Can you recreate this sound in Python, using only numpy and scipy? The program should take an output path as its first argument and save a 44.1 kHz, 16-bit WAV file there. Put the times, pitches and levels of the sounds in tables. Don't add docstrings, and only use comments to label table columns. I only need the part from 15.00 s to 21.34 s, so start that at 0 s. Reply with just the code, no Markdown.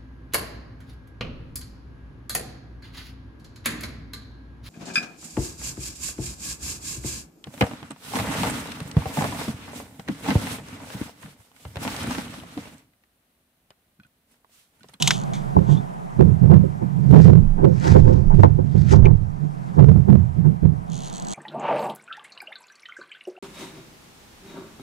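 import sys
import numpy as np
from scipy import signal
from scipy.io import wavfile
from scipy.ndimage import uniform_filter1d

SR = 44100
rng = np.random.default_rng(int(sys.argv[2]) if len(sys.argv) > 2 else 0)


def digitize_waveform(pressure):
    field = np.atleast_2d(pressure).T
    bounded = np.clip(field, -1, 1)
    quanta = np.round(bounded * 32767).astype(np.int16)
    wavfile.write(sys.argv[1], SR, quanta)


N = 279540


def from_db(db):
    return 10 ** (np.asarray(db) / 20)


def rms_one(x):
    return x / np.sqrt(np.mean(x ** 2) + 1e-20)


def in_time(rows):
    time_s, level = np.transpose(rows)
    return np.interp(np.arange(N) / SR, time_s, level)


def at_hz(points, hz):
    point_hz, value = np.transpose(points)
    return np.interp(np.log(hz), np.log(point_hz), value)


def drift(rate_hz):
    r = np.exp(-80 * np.pi * rate_hz / SR)
    white = rng.standard_normal(N // 40 + 2002)
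    slow = signal.lfilter([1], [1, -2 * r, r * r], white)[2000:]
    return np.interp(np.arange(N) / 40, np.arange(len(slow)), rms_one(slow))


def resonate(x, hz, width_hz):
    r = np.exp(-np.pi * width_hz / SR)
    zeros = np.array([1, 0, -1]) * (1 - r * r) / 2
    poles = [1, -2 * r * np.cos(2 * np.pi * hz / SR), r * r]
    return signal.lfilter(zeros, poles, x + 1e-18)


def ring(clicks, hz, t60_s):
    r, w = from_db(-60 / (t60_s * SR)), 2 * np.pi * hz / SR
    return signal.lfilter([0, np.sin(w)], [1, -2 * r * np.cos(w), r * r], clicks + 1e-18)


def through_air(x, apart):
    far = np.roll(x, 9) - np.roll(x, 4)
    return np.array([np.roll(x, 1) - apart * far, x + apart * far])


def swells(time_s, rise_s, hold_s, dying_db_per_s, peak_db, rest_db, sag_db_per_s=0):
    t, power = np.arange(0, N + 40, 40) / SR, 0
    for start, rise, hold, dying, peak in np.broadcast(time_s, rise_s, hold_s, dying_db_per_s, peak_db):
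        late = t - start
        lost_db = 30 * np.maximum(-late, 0) / rise
        lost_db += sag_db_per_s * np.clip(late, 0, hold)
        lost_db += dying * np.maximum(late - hold, 0)
        power = power + from_db(2 * (peak - lost_db))
    return 10 * np.log10(np.interp(np.arange(N) / SR, t, power) + from_db(2 * rest_db))


# (frequency [Hz], correlation [-1..1])
LIKENESS = [(60, -1), (200, -0.45), (700, -0.86), (1500, -0.69), (3200, 0.85), (7000, .4), (15000, -0.88)]


def banded_noise(spectrum, lean, patchy_db):
    out, edges_hz = 0, 20 * 2 ** np.arange(0, 9.8, 1 / 3)
    white = rng.standard_normal((2, 2, N))
    for k, (low, high) in enumerate(zip(edges_hz, edges_hz[1:])):
        hz = np.sqrt(low * high)
        gain = from_db(at_hz(spectrum, hz) + patchy_db * drift(18))
        band = signal.butter(2, [low, high], "band", fs=SR, output="sos")
        mid, side = signal.sosfilt(band, white[k % 2])
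        alike = at_hz(LIKENESS, hz)
        pair = np.sqrt(1 + alike) * mid + np.sqrt(1 - alike) * side * [[1], [-1]]
        out = out + gain * pair * from_db([[at_hz(lean, hz)], [0]])
    return rms_one(out)


# (frequency [Hz], relative density [dB per Hz])
HUM_COLOUR = [(20, -29.5), (55, -20), (106, -38), (129, -20), (148, -11.5), (175, -2), (213, -13.5),
              (266, -16), (581, -20), (725, -12.5), (3540, -49.5), (10200, -49.5), (15500, -59)]
# (frequency [Hz], left minus right [dB])
HUM_LEAN = [(30, 9), (130, -2.5), (400, -0.5)]
# (time [s], level [dB])
HUM_DB = [(0, -28.5), (.8, -34), (2.4, -38), (4.3, -41), (4.7, -36.5), (5.7, -40), (6.34, -31)]


def idle_hum():
    return from_db(in_time(HUM_DB)) * banded_noise(HUM_COLOUR, HUM_LEAN, patchy_db=1.2)


# (frequency [Hz], width [Hz], level [dB])
TACKLE_MODES = [(3290, 950, 7), (6330, 1700, 0.5), (8220, 2600, -7), (13100, 3700, -19)]


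def tackle_body(x):
    out = 0
    for k, (hz, width_hz, level_db) in enumerate(TACKLE_MODES):
        rung = resonate(resonate(x, hz, width_hz), hz, 2 * width_hz)
        out = out + (-1) ** k * from_db(level_db) * rung
    return out


FEET_START_S, FEET_STOP_S = .9, 5.88
# (relative peak [dB], [time [s], ..])
TICKS = [(-37.5, [.171, .1797, .1892, .2005, .2155, .2371, .3349, .3543]), (-41.5, [5.9003, 2.8]),
         (-36.5, [5.9193, 5.9326, 5.9435, 5.9554, 5.966, 5.978, 5.9904, 6.0055, 6.0205, 6.035, 6.047, 6.058, 6.0664, 6.0746, 6.083, 6.099]),
         (-34.5, [6.1282, 6.139, 6.149, 6.1585, 6.1682, 6.1812, 6.1986, 6.2231, 6.249, 6.27, 6.297, 6.307]),
         (-30, [6.285, 6.3162, 6.325, 6.334])]


def crank_db():
    ticks = np.zeros(N)
    ticks[[round(s * SR) for _, run in TICKS for s in run if s > FEET_STOP_S]] = SR
    span = round(.045 * SR)
    rate_hz = uniform_filter1d(uniform_filter1d(ticks, span), span)
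    return 0.1359 * rate_hz


def whirr():
    gears = rms_one(tackle_body(rng.standard_normal(N)))
    return through_air(gears, apart=0.073) * from_db(1.6 * drift(29) + crank_db())


# (frequency [Hz], relative density [dB per Hz])
SCUFF_COLOUR = [(650, -46), (1100, -21.5), (1470, -3), (2180, -10.5), (2640, -16.5), (6250, -14.5),
                (12600, -38), (15500, -66)]


def scuff():
    noise = banded_noise(SCUFF_COLOUR, [(1000, 3.5), (10000, -4)], patchy_db=1.5)
    return noise * from_db(2.5 * drift(90))


# (time [s], rise [s], dying [dB per s], level [dB])
RUBS = [(.11, .4, 200, -30.5), (.72, .14, 220, -46), (2.24, .3, 180, -40), (2.88, .2, 160, -31.5),
        (3.13, .4, 130, -49), (3.39, .2, 150, -50), (3.8, .3, 100, -48.5), (3.92, .08, 420, -29),
        (4.8, 2.5, 35, -60.5), (5.93, .1, 2, -59)]


def rubbing():
    t = np.arange(N) / SR
    time_s, rise_s, dying_db_per_s, peak_db = np.transpose(RUBS)
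    level_db = swells(time_s, rise_s, .0061, dying_db_per_s, peak_db, rest_db=-68)
    feet = (t > FEET_START_S) & (t < FEET_STOP_S)
    return from_db(level_db) * np.where(feet, scuff(), whirr())


# (frequency [Hz], relative level [dB], t60 [s])
REEL_MODES = [(4300, -7, 0.006), (6560, -2, 0.0046), (6990, -3, .006), (9100, -10, 0.0049)]
# frequency [Hz], relative level [dB], t60 [s]
SPOOL_RING = (7780, -13, 0.034)
SPOOL_FREE_S = 6.12


def reel():
    time_s, tick_db = np.transpose([(s, run_db) for run_db, run in TICKS for s in run])
    at = np.round(time_s * SR).astype(int)
    spread_db = rng.normal(0, 1.6, (len(at), len(REEL_MODES) + 1))
    out = np.zeros(N)
    for k, (hz, level_db, t60_s) in enumerate([*REEL_MODES, SPOOL_RING]):
        clicks = np.zeros(N)
        clicks[at] = from_db(tick_db + level_db + 7 + spread_db[:, k])
        if k == len(REEL_MODES):
            clicks[:round(SPOOL_FREE_S * SR)] *= .15
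        out += ring(resonate(clicks, hz, 1570), hz, t60_s)
    return through_air(out, apart=0.16) * from_db([[-2.5], [1.5]])


# (time [s], relative bright level [dB], ping peak [dB], rattle length [s],
#                 ping frequency [Hz], ping width [Hz])
CLACKS = [(0.0232, -14.5, -25, 0.0043, 940, 300), (0.0744, -15, -12.5, 0.0044, 2450, 500),
          (0.077, -25, -18.5, 0.0089, 884, 303), (0.107, -19.5, -3.5, 0.0047, 1270, 1710),
          (0.334, -45.5, -37, 0.043, 2250, 400), (0.77, -61, -39.5, 0.011, 3520, 119),
          (2.112, -42, -40, 0.0019, 9500, 2020), (3.431, -57, -35, 0.0029, 2100, 1216),
          (4.054, -51, -21.5, 0.0059, 2340, 252)]


def clacks():
    ping, bright, rattle = np.zeros(N), np.zeros(N), rng.standard_normal(N)
    since_s = np.arange(SR // 8) / SR
    for time_s, bright_db, ping_db, length_s, ping_hz, width_hz in CLACKS:
        at = round(time_s * SR)
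        span = slice(at, at + SR // 8)
        burst = np.exp(-(since_s / length_s) ** 1.1) * rattle[span]
        rung = resonate(resonate(burst, ping_hz, width_hz), ping_hz, 2 * width_hz)
        ping[span] += from_db(ping_db) * rung / np.max(np.abs(rung))
        bright[span] += from_db(bright_db + 9.5) * burst
    return through_air(ping + tackle_body(bright), apart=0.11)


# (frequency [Hz], width [Hz], relative level at right capsule [dB],
#                                signed share at left capsule [ratio])
PANEL_MODES = [(203, 23, -6.5, -0.2), (288.4, 64, -9, -0.18), (387, 38, -4.5, -0.31),
               (514, 25.7, -8, -0.42)]
STIFF_MODES = [(698, 98, 2, -0.21), (865, 83, 3.5, -1.36), (1064, 90, -4, -0.93), (1503, 340, -14.5, -0.26)]
# (time [s], relative level [dB])
KNOCKS = [(.566, -14), (1.497, -26.5), (1.523, -22), (2.134, -27.5), (2.954, -21), (3.304, -28),
          (3.433, -9.5), (4.782, -21.5)]


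def knocks():
    time_s, knock_db = np.transpose(KNOCKS)
    at = np.round(time_s * SR).astype(int)
    hollow = [(hz, width_hz, db + 1, share) for hz, width_hz, db, share in PANEL_MODES]
    modes = [*STIFF_MODES, *hollow]
    spread_db, out = rng.normal(0, 2, (len(at), len(modes))), 0
    for k, (hz, width_hz, mode_db, share) in enumerate(modes):
        blows = np.zeros(N)
        blows[at] = from_db(knock_db + mode_db + spread_db[:, k])
        built = resonate(blows, hz, hz / 4)
        t60_s = np.log(1000) / (np.pi * width_hz)
        out = out + (-1) ** k * 2.04 * ring(built, hz, t60_s) * [[share], [1]]
    return out


def hull(modes, level_db, hold_s, steady, stray):
    force, other = rng.standard_normal((2, N))
    left = right = 0
    for k, (hz, width_hz, mode_db, share) in enumerate(modes):
        main, second = [resonate(resonate(f, hz, width_hz), hz, 4.53 * width_hz) for f in (force, other)]
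        gain = (-1) ** k * from_db(mode_db)
        right = right + gain * main
        left = left + gain * share * (main + stray * second)
    scale = np.sqrt(np.mean(right ** 2))
    swing = uniform_filter1d((right / scale) ** 2, round(hold_s * SR)) + 0.051
    return from_db(level_db) * np.array([left, right]) / scale / swing ** (steady / 2)


# (time [s], hollow panel level [dB], stiff panel level [dB], length [s])
FLEXES = [(0.579, -14, -41, 0.037), (0.702, -26.5, -29.5, 0.036), (1.211, -7, -31.5, 0.028),
          (1.442, -19, -38, 0.017), (1.529, -11, -23, 0.022), (1.645, -17, -75.5, 0.021),
          (1.825, -22, -36.5, 0.022), (2.145, -9.5, -26, 0.029), (2.204, -12, -32, 0.01),
          (2.297, -11.5, -38.5, 0.029), (2.598, -25, -30.5, 0.036), (2.651, -6.5, -29.5, 0.036),
          (2.872, -17, -25, 0.064), (2.964, -4.5, -23.5, 0.025), (3.098, -13, -30.5, 0.08),
          (3.322, -35, -26.5, 0.02), (3.394, -14, -35, 0.021), (3.444, -0.5, -15, 0.01),
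          (3.464, -17, -27.5, 0.025), (3.593, -15, -33.5, 0.015), (3.755, -17, -32.5, 0.011),
          (3.937, -8.5, -22, 0.033), (4.067, -11.5, -23.5, 0.025), (4.794, -12, -28, 0.037),
          (5.09, -14.5, -28, 0.017), (5.454, -25, -32, 0.018)]


def flex_db(column):
    t, power = np.arange(N) / SR, np.full(N, 1e-9)
    for row in FLEXES:
        late = (t - row[0]) / row[3]
        shape = np.where(late < 0, -(2.4 * late) ** 2, -2.2 * late)
        power += from_db(2 * row[column]) * np.exp(shape)
    return 10 * np.log10(power)


def flexes():
    hollow = hull(PANEL_MODES, flex_db(column=1), hold_s=.02, steady=.8, stray=.35)
    return hollow + hull(STIFF_MODES, flex_db(column=2), hold_s=.015, steady=.6, stray=.4)


# (frequency [Hz], width [Hz], relative level at right capsule [dB], signed left share [ratio])
SHUDDER_MODES = [(21, 5, 0, .16)]
# (time [s], level [dB])
SHUDDERS = [(.41, -30.5), (2.45, -8.5), (3.03, -6.5), (3.298, -8), (4.041, -9.5)]


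def shudders():
    time_s, peak_db = np.transpose(SHUDDERS)
    level_db = swells(time_s, 0.11, 0, 85, peak_db, rest_db=-44.5)
    return hull(SHUDDER_MODES, level_db, hold_s=.2, steady=.7, stray=.3)


# (frequency [Hz], width [Hz], relative level at right capsule [dB], signed left share [ratio])
DEEP_MODES = [(65, 25, -5, .12), (90, 25, 0, .09), (112, 20, -1, .06)]
UPPER_MODES = [(130, 20, -4, -.03), (150, 18, 0, -.04), (180, 30, -8, -.07)]
SHAKEN_MODES = [(290, 138, -6, 0.43), (400, 96, 2.5, -0.19)]
# (time [s], rise [s], hold [s], upper boom dying [dB per s],
#                      deep boom level [dB], upper boom level [dB])
THUMPS = [(0.572, 0.042, 0.0062, 218, -13, -5.5), (0.697, 0.056, 0.049, 201, -24, -7),
          (1.197, 0.048, 0.13, 222, -13, -6), (1.419, 0.011, 0.041, 203.5, -16, -6.5),
          (1.518, 0.13, 0.041, 140, -10, -1.5), (1.83, 0.023, 0.01, 210, -39, -14),
          (1.98, 0.23, 0.044, 149, -38, -15), (2.145, 0.19, 0.06, 298.5, -9, 1),
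          (2.252, 0.041, 0.13, 194.5, -6.5, -1.5), (2.65, 0.15, 0.036, 84, -18, -9.5),
          (2.909, 0.079, 0.19, 63, -7, -7.5), (3.337, 0.015, 0.012, 190.5, -28, -7),
          (3.392, 0.039, 0.039, 121, -4, -10), (3.578, 0.023, 0.0077, 140, -15, -34),
          (3.748, 0.013, 0.013, 61, -11, -9.5), (3.939, 0.11, 0.2, 294, -6, -7.5),
          (4.217, .05, 0.012, 140, -17, -27), (4.432, 0.11, 0.03, 286, -36, -16),
          (4.795, 0.047, 0.054, 299, -8.5, -2.5), (4.879, 0.038, 0.031, 296.5, -6.5, -2.5),
          (4.958, 0.027, 0.017, 193, -9, -5.5), (5.095, 0.034, 0.059, 401, -13.5, -2),
          (5.181, 0.036, 0.012, 131, -9, -16), (5.383, 0.051, 0.0083, 154.5, -18.5, -10.5),
          (5.456, 0.032, 0.023, 206, -18.5, -5.5), (5.631, 0.014, 0.017, 152.5, -11, -4.5),
          (5.896, 0.023, 0.064, 109, -55, -22)]
# (time [s], level [dB])
UPPER_REST = [(0, -19), (.2, -26), (.5, -24.5), (.9, -37.5), (1.2, -31.5), (3.6, -15.5), (4.5, -28.5),
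              (4.75, -25), (5.2, -27.5), (6.34, -44)]
DEEP_SAG_DB_PER_S, UPPER_SAG_DB_PER_S = 11.5, 31
DEEP_DYING_SHARE = 0.87


def thumps():
    time_s, rise_s, hold_s, dying, deep_peak, upper_peak = np.transpose(THUMPS)
    deep_db = swells(time_s, rise_s, hold_s, DEEP_DYING_SHARE * dying, deep_peak, -56.5, DEEP_SAG_DB_PER_S)
    upper_rest = in_time(UPPER_REST)
    upper_db = swells(time_s, rise_s, hold_s, dying, upper_peak, upper_rest, UPPER_SAG_DB_PER_S)
    deep = hull(DEEP_MODES, deep_db, hold_s=.045, steady=.95, stray=.7)
    upper = hull(UPPER_MODES, upper_db, hold_s=.03, steady=.9, stray=.7)
    shaken = hull(SHAKEN_MODES, 1.2 * upper_db - 20.5, hold_s=0.036, steady=0.092, stray=0.61)
    return deep + upper + shaken


def scene():
    background = idle_hum() + rubbing()
    tackle = reel() + clacks()
    boat = knocks() + flexes() + shudders() + thumps()
    return background + tackle + boat


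OVERLOAD, STOPBAND_HZ = .995, 16100


def record(dry):
    flat = np.clip(dry, -OVERLOAD, OVERLOAD)
    return signal.sosfilt(signal.cheby2(12, 60, STOPBAND_HZ, fs=SR, output="sos"), flat)


dry = scene()
out = record(dry)
digitize_waveform(out)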